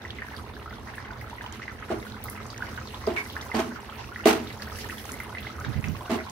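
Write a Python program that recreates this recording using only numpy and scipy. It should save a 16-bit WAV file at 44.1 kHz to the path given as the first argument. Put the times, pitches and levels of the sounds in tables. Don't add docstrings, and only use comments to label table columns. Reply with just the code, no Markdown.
import sys
import numpy as np
from scipy import signal
from scipy.io import wavfile
from scipy.ndimage import uniform_filter1d

SR = 44100
rng = np.random.default_rng(int(sys.argv[2]) if len(sys.argv) > 2 else 0)


def ratio(d):
    e = np.asarray(d, float) / 20
    return 10 ** e


def log_audio(samples):
    frames = np.atleast_2d(samples).T
    limited = np.clip(frames, -1, 1)
    pcm = np.round(limited * 32767).astype(np.int16)
    wavfile.write(sys.argv[1], SR, pcm)


N = 278258

# t/s, level/dB
SIMMER_VIGOUR = [(0.0, -66.5), (1.83, -67.5), (1.93, -63), (2.35, -65.5), (2.65, -59), (2.95, -60.5),
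                 (3.27, -57.5), (4.04, -64), (4.66, -58.5), (4.8, -51.5), (4.94, -53.5), (5.08, -56),
                 (5.22, -63), (5.41, -63.5), (5.76, -59.5), (6.31, -62)]
# t/s, peak level/dB, f/Hz
LOUD_LARGE_BUBBLES = [(0.391, -44, 1090), (0.659, -29.5, 1210), (0.784, -36, 845), (1.117, -34, 855),
                      (1.161, -37, 1090), (1.329, -29, 907), (1.441, -27, 1150), (1.463, -33.5, 918),
                      (1.597, -31.5, 1210), (2.256, -29, 1225), (2.375, -33, 1210), (2.402, -31, 1165),
                      (2.606, -30, 1340), (2.717, -36, 1260), (2.813, -30.5, 1210), (2.94, -29.5, 1013),
                      (3.038, -30, 1010), (3.391, -59, 1210), (3.493, -33, 1280), (3.72, -38, 910),
                      (3.891, -31.5, 1176), (3.992, -33, 920), (4.696, -38, 950), (5.124, -60, 1200),
                      (5.295, -39, 1210), (5.501, -31, 1210), (5.59, -27.5, 1240), (5.95, -29.5, 1120),
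                      (6.056, -34, 1030), (6.267, -26.5, 1010),
                      (0.0503, -28, 1900), (0.1858, -27, 2040), (0.22, -25, 1680), (0.2853, -31, 1580),
                 (0.938, -33, 1680), (0.9813, -26, 1650), (1.2141, -32.5, 2030), (1.3823, -29.5, 1930),
                 (1.4098, -27.5, 1680), (1.6192, -29.5, 1850), (1.68, -24, 1880), (2.0268, -31, 2030),
                 (2.284, -31.5, 2040), (2.6226, -22, 1503), (2.7758, -27, 1530), (3.3653, -20.5, 1670),
                 (3.5159, -22.5, 1970), (4.1598, -23, 1780), (4.5024, -31.5, 2040), (4.6217, -30, 1630),
                 (4.673, -32, 1490), (4.8973, -24.5, 1810), (5.1397, -30, 2040), (5.2016, -22.5, 2040),
                 (5.3497, -26.5, 1960), (5.3717, -28, 1880), (5.4675, -27.5, 1960), (5.6471, -24, 1580),
                 (5.8411, -26.5, 1970), (6.1878, -31, 1970)]
# t/s, peak level/dB, f/Hz
SMALL_BUBBLES = [(0.1052, -19, 3380), (0.3653, -26.5, 4620), (0.9433, -35, 3160), (1.4626, -23, 2950),
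                 (2.0672, -46, 2660), (2.121, -29, 3970), (2.5027, -23, 4530), (2.7911, -43, 2830),
                 (2.8734, -28, 4200), (2.9444, -24, 3440), (3.0672, -22.5, 4800), (3.2999, -24, 3270),
                 (3.4112, -27, 3580), (3.552, -20, 4800), (3.898, -32, 3100), (4.0432, -28.5, 2580),
                 (4.242, -23.5, 2800), (4.473, -24, 3800), (4.5271, -32, 3870), (4.6214, -20, 4550),
                 (4.7571, -29, 2790), (4.8623, -31, 2920), (4.906, -25, 2560), (4.982, -27, 3260),
                 (5.091, -28, 2640), (5.3834, -22, 2520), (5.4284, -32, 3320), (5.6481, -30, 3630),
                 (5.8415, -18, 2520), (5.9553, -31, 2570)]
# t/s, peak level/dB, f/Hz
SPITTING_DROPS = [(0.9562, -33, 9680), (1.2126, -32.5, 11400), (1.299, -36.5, 6070), (1.4227, -37, 8950),
                  (1.5242, -26.5, 6860), (1.9884, -37, 10800), (2.2393, -14.5, 13800), (2.2987, -18, 10700),
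                  (2.465, -31, 6700), (2.578, -24.5, 5900), (3.1682, -43, 5660), (3.3244, -30, 12600),
                  (3.415, -25, 5600), (3.6007, -24.5, 5950), (4.619, -35, 11900), (4.7872, -30, 7100),
                  (5.0539, -28, 6340), (5.1183, -21.5, 6900), (5.2006, -31, 11500), (5.235, -32, 10500),
                  (5.4055, -29, 12200), (5.6002, -31.5, 6600), (5.884, -27.5, 5800), (6.2971, -27, 6420)]
BUBBLES_DB, HISS_DB = -43.5, -60.5
BUBBLES_FOLLOW = .2
SPIT_LAG_S = .0008

# f/Hz, width/Hz, level/dB
BOWL_RINGS = [(910, 19, -24), (1210, 45, -0.5), (1460, 58, 3), (1900, 12, -18), (2040, 42, 5)]
# f/Hz, level/(dB per Hz)
FIZZ_COLOUR = [(240, -44), (400, -0.5), (626, -2.5), (839, -1), (1310, -4.5), (1510, -3), (1990, -4),
               (2180, -10), (3530, -15.5), (4950, -20.5), (8500, -35.5), (11400, -18), (16000, -26.5)]

# t/s, level/dB
FLAME_DRAUGHT = [(0.0, -46), (1.67, -46.5), (1.86, -46), (2.86, -44.5), (3.2, -46), (3.5, -46), (5.45, -45),
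                 (5.78, -43.5), (6.31, -48)]
# f/Hz, level/(dB per Hz)
FLAME_ROAR = [(12, -67), (20, -38), (46, -6.5), (75, 1), (125, -2.5), (156, -15), (210, -7), (287, -9.5),
              (435, -12.5), (621, -8.5), (700, -29), (910, -41), (1540, -120)]
# f/Hz, width/Hz, level/dB
FLAME_HUM = [(55.3, 19.4, -4), (80.2, 15.4, 0.5), (114.6, 22, -2.5), (213.6, 27, -2.5), (269, 50, -7),
             (334, 28.5, -6.5), (422.3, 28, -6)]

# t/s, peak level/dB, rise time/s, rattle length/s, depth of tone (extra bass)/dB
KNOCK_BLOWS = [
    (1.899, -27.5, 0.011, 0.02, -5),
    (3.068, -30.5, 0.0037, 0.032, -2),
    (3.541, -26.5, 0.0043, 0.062, 4.5),
    (4.2547, -20.5, 0.0015, 0.039, -2.5),
    (6.094, -27, 0.014, 0.056, 5),
    (6.174, -39, 0.013, 0.0069, -11),
]
# f/Hz, width/Hz, level/dB
BOARD_RINGS = [(228, 19.7, 5.5), (259.7, 12.4, 3), (322.5, 16, 6.5), (427.6, 26, 6), (651, 24.6, 2),
               (780, 12.5, -2), (847, 6.3, -7.5), (1090, 19, -15.5), (1240, 37, -23)]
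# f/Hz, level/(dB per Hz)
KNOCK_CRASH = [(88, -51), (150, -22), (182, -25), (217, -44), (328, -65), (514, 8), (649, -22), (790, -2.5),
               (2600, -14), (16000, -38.5)]
SHARP_T60_S, T60_LOST_PER_RISE = 0.43, 18.2
BRIGHT_DB, BRIGHT_PER_PEAK_DB, BRIGHT_PER_DEPTH_DB = -0.5, 0.8247, 0.1748
DULLING_DB_PER_S_OCTAVE = 40

# f/Hz, width/Hz, level/dB
CLINK_RINGS = [(1050, 120, -3), (1620, 240, -4), (2230, 73, 8.5), (2820, 210, -7.5), (3530, 600, -16.5)]
CLINK_S, CLINK_DB, CLINK_HOLD_S = 3.162, -24.5, 0.059

# middle t/s, level/dB, half length/s
PUFF_GUSTS = [
    (5.695, -27.5, 0.028),
    (5.762, -25, 0.0083),
    (5.789, -22, 0.014),
    (5.846, -36, 0.017),
    (5.895, -27.5, 0.035),
    (5.934, -37, 0.03),
]

# f/Hz, likeness (-1 opposite to 1 same)
LEFT_RIGHT_LIKENESS = [(60, 0.85), (130, 1), (290, 0.83), (640, 0.64), (1410, 0.15), (3100, 0.25),
                       (6820, -0.37), (15000, 0.28)]
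# f/Hz, level/dB
LEFT_RIGHT_LEAN = [(30, -2), (300, -3.5), (1200, -3), (14000, -2)]
KITCHEN_T60_S, WALL_CUT_HZ = 0.28, 8900


def bursts(rows, cycles, rise, spread_s, swell):
    out = np.zeros((2, N))
    chance = rng.uniform(-1, 1, (len(rows), 3))
    for (s, db, hz), (where, long, up) in zip(rows, chance):
        t = np.arange(round((1.4 * cycles / hz + 2 * spread_s) * SR)) / SR
        arrival_s = spread_s * (1 + where * np.array([[1], [-1]]))
        age = np.maximum(t - arrival_s, 0) * hz
        fade = ratio(-60 * age / (cycles * ratio(2.75 * long)))
        onset = 1 - np.exp(-age / swell)
        tone = np.sin(2 * np.pi * age * (1 + rise * (1 + up) * age))
        add(out, s - spread_s, ratio(db) * sides(-2.4 - 1.0 * where) * fade * onset * tone)
    return out


def unseen_bubbles(level_db, per_s, low_hz, high_hz, spread_db):
    gaps, pitch, strength = rng.random((1500, 3)).T
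    s = .01 + np.cumsum(-np.log(1 - gaps)) / per_s
    simmer_db = level_db[np.minimum(s * SR, N - 1).astype(int)]
    db = simmer_db + spread_db * np.minimum(-np.log(1 - strength), 2.0)
    hz = low_hz * (high_hz / low_hz) ** pitch
    return np.transpose([s, db, hz])[s < (N - 1) / SR]


def in_bowl(x, loud, ring_db):
    right_rings = np.array(BOWL_RINGS) * [1.015, 1, 1]
    rings = np.array([resonances(loud[0], BOWL_RINGS), resonances(loud[1], right_rings)])
    x = x + loud
    echo = np.array([np.roll(x[1], round(.0031 * SR)), -np.roll(x[0], round(.0043 * SR))])
    return x + ratio(ring_db) * rings + ratio(-14.5) * echo


def splashes(rows, hz, t60, octaves):
    s, db, burst_hz = np.transpose(rows)
    nearness = np.exp(-.5 * (np.log2(burst_hz / hz) / octaves) ** 2)
    jumps = np.full(N, 1e-18)
    jumps[(s * SR).astype(int)] = ratio(db) * nearness
    return signal.lfilter([1], [1, -ratio(-60 / (t60 * SR))], jumps)


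def fizz(rows, bubbles_db, hiss_db):
    grain = drift(53)
    seethe, hiss, rows = ratio(bubbles_db - 6.5), ratio(hiss_db + 12), np.array(rows)

    def shape(hz):
        spray_db = np.interp(np.log2(hz / 1000), [0, 1, 2, 3, 4], [-12, -16, -9.5, -12, -10])
        spray = splashes(rows, hz, t60=0.14, octaves=.35 if hz < 5000 else .7)
        steady = seethe if hz < 4500 else hiss
        return (steady + ratio(spray_db) * spray) * ratio(0.12 * grain + 2.6 * drift(8.3))
    return banded_noise(FIZZ_COLOUR, shape)


def flame(level_db):
    breath = drift(4)
    roar = banded_noise(FLAME_ROAR, lambda hz: ratio(.8 * breath + 1.5 * drift(10)))
    shared, *own = rng.standard_normal((3, N))
    feed = shared + 0.14 * np.array(own)
    hum = rms_one(resonances(resonances(feed, FLAME_HUM), FLAME_HUM)) * sides(-2.5)
    return ratio(level_db) * (ratio(-0.5) * roar + ratio(-0.5 + breath) * hum)


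def knocks():
    out, t = np.zeros((2, N)), np.arange(round(.36 * SR)) / SR
    for s, db, rise_s, rattle_s, depth_db in KNOCK_BLOWS:
        t60 = SHARP_T60_S - T60_LOST_PER_RISE * rise_s
        bright_db = BRIGHT_DB + BRIGHT_PER_PEAK_DB * (db + 28) + BRIGHT_PER_DEPTH_DB * depth_db

        def fall(hz):
            fade_db = -60 * np.maximum(t - rattle_s, 0) / (t60 * (500 / hz) ** 0.16)
            return np.minimum(t / rise_s, 1) * ratio(fade_db)

        lumps = ratio(2.0 * rms_one(uniform_filter1d(rng.standard_normal(len(t)), size=200)))
        crash = banded_noise(KNOCK_CRASH, lambda hz: lumps * fall(hz) * ratio(bright_db * np.log2(hz / 500) / 2),
                             size=len(t))
        modes = [(hz, 1.46 * width, level_db + depth_db * (hz < 290)) for hz, width, level_db in BOARD_RINGS]
        shared, *own = rng.standard_normal((3, len(t))) * lumps
        own = signal.sosfilt(signal.butter(4, 600, "high", fs=SR, output="sos"), own)
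        jolts = (shared + ratio(3) * own) * fall(300) * (1 + .9 * np.exp(-t / .018))
        jolts[:, round(.002 * SR)] += 22
        ring = 0
        for k, mode in enumerate(modes):
            dulling = ratio(-DULLING_DB_PER_S_OCTAVE * t * np.log2(mode[0] / 300))
            ring = ring + (-1) ** k * resonances(jolts, [mode]) * dulling
        ring = ring / np.std(resonances(shared, modes))
        add(out, s, ratio(db) * (ring * sides(-2.5) + ratio(-6.0) * crash * sides(-1.2)))
    return out


def clink():
    out, t = np.zeros((2, N)), np.arange(round(.2 * SR)) / SR
    buzz = rms_one(resonances(rng.standard_normal((2, len(t))), CLINK_RINGS))
    level_db = CLINK_DB - 60 * np.maximum(t - CLINK_HOLD_S, 0) / 0.18 - 210 * t
    add(out, CLINK_S, ratio(level_db) * sides(-2.7) * buzz)
    return out


def puff():
    t = np.arange(N) / SR
    gusts = sum(ratio(db) * np.exp(-((t - s) / half_s) ** 2) for s, db, half_s in PUFF_GUSTS)
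    low = signal.sosfilt(signal.butter(3, [70, 180], "band", fs=SR, output="sos"), rng.standard_normal(N))
    low = low / np.sqrt(uniform_filter1d(low ** 2, size=500))
    return low * gusts * ratio(np.array([[-22], [3]]))


def kitchen(x):
    out, dull = np.zeros((2, N)), np.exp(-2 * np.pi * WALL_CUT_HZ / SR)
    for k, lag in enumerate(rng.integers(500, 1500, 10)):
        loop, gain, state = x.copy(), ratio(-60 * lag / SR / KITCHEN_T60_S), [0.]
        for i in range(lag, N, lag):
            back, state = signal.lfilter([gain * (1 - dull)], [1, -dull], loop[i - lag:i], zi=state)
            loop[i:i + lag] += back[:N - i]
        out[k % 2] += (loop - x) * (-1) ** (k // 2)
    return out


def rms_one(x):
    return x / np.sqrt(np.mean(x ** 2) + 1e-20)


def in_time(rows):
    s, *columns = np.transpose(rows)
    return [np.interp(np.arange(N) / SR, s, c) for c in columns]


def at_hz(points, hz):
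    table_hz, values = np.array(points).T
    return np.interp(np.log(hz), np.log(table_hz), values)


def sides(lean_db):
    return ratio(np.array([[.5], [-.5]]) * lean_db)


def drift(rate):
    r = np.exp(-80 * np.pi * rate / SR)
    slow = signal.lfilter([1], [1, -2 * r, r * r], rng.standard_normal(N // 40 + 2002))[2000:]
    return np.interp(np.arange(N) / 40, np.arange(len(slow)), rms_one(slow))


def resonances(x, peaks):
    out = 0
    for k, (hz, width, db) in enumerate(peaks):
        r = np.exp(-np.pi * width / SR)
        b = np.array([1, 0, -1]) * (1 - r * r) / 2
        a = [1, -2 * r * np.cos(2 * np.pi * hz / SR), r * r]
        out = out + (-1) ** k * ratio(db) * signal.lfilter(b, a, x + 1e-18)
    return out


def banded_noise(spectrum, shape, size=N):
    edges = 24 * 2 ** np.arange(0, 9.6, .5)
    out, white, power = 0, rng.standard_normal((2, 2, size)), 0
    for k, (low, high) in enumerate(zip(edges, edges[1:])):
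        hz = np.sqrt(low * high)
        if not spectrum[0][0] < hz < spectrum[-1][0]:
            continue
        mid, side = signal.sosfilt(signal.butter(2, [low, high], "band", fs=SR, output="sos"), white[k % 2])
        alike = np.clip(at_hz(LEFT_RIGHT_LIKENESS, hz), -1, 1)
        stereo = np.sqrt(1 + alike) * mid + np.sqrt(1 - alike) * side * [[1], [-1]]
        band = ratio(at_hz(spectrum, hz)) * stereo
        out = out + band * (sides(at_hz(LEFT_RIGHT_LEAN, hz)) * shape(hz))
        power += np.mean(band ** 2)
    return out / np.sqrt(power)


def add(out, s, sound):
    i = round(s * SR)
    out[:, i:i + sound.shape[1]] += sound[:, :N - i]


def scene():
    vigour_db, = in_time(SIMMER_VIGOUR)
    vigour_db = vigour_db - vigour_db.mean()
    bubbles_db, hiss_db = BUBBLES_DB + BUBBLES_FOLLOW * vigour_db, HISS_DB + vigour_db

    plops = [*LOUD_LARGE_BUBBLES,
             *unseen_bubbles(bubbles_db + 7.0, 22.0, 822, 2106, spread_db=2.5)]
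    blips = [*SMALL_BUBBLES, *unseen_bubbles(bubbles_db + 5.5, 14.0, 2550, 3780, spread_db=2.0)]
    faint_plops = unseen_bubbles(bubbles_db + 2.5, 120, 786, 2225, spread_db=3.5)
    faint_blips = unseen_bubbles(bubbles_db - 4.5, 110, 2410, 6620, spread_db=5.0)
    faint_spits = unseen_bubbles(hiss_db + 11.5, 80, 4540, 11200, spread_db=3.5)
    cracks = np.add([*SPITTING_DROPS, *faint_spits], [SPIT_LAG_S, 0, 0])

    large = bursts(plops, cycles=28.6, rise=0.0038, spread_s=.0001, swell=0.92)
    murmur = bursts(faint_plops, cycles=15.9, rise=0.0069, spread_s=.0001, swell=0.55)
    small = bursts([*blips, *faint_blips], cycles=24.8, rise=0.0013, spread_s=0.00019, swell=1.85)
    drops = bursts(cracks, cycles=13.1, rise=0.0032, spread_s=0.00019, swell=0.57)
    pan = in_bowl(ratio(2.5) * murmur + ratio(3) * small + ratio(5.5) * drops, ratio(2.5) * large, ring_db=0)

    spray = fizz([*plops, *blips, *SPITTING_DROPS, *faint_blips, *faint_spits], bubbles_db, hiss_db)
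    burner = flame(in_time(FLAME_DRAUGHT)[0] + 1.2)
    far = knocks()
    room = kitchen(ratio(-12.0) * pan.mean(0) + ratio(-16) * far.mean(0))
    return pan + spray + burner + far + clink() + puff() + room


def band_limit(x):
    return signal.sosfilt(signal.butter(12, 16510, fs=SR, output="sos"), x)


def record(dry):
    top_cut = signal.cheby2(22, 60, 16050, fs=SR, output="sos")
    mix = signal.sosfilt(top_cut, dry)
    return band_limit(mix)


dry = scene()
out = record(dry)
log_audio(out)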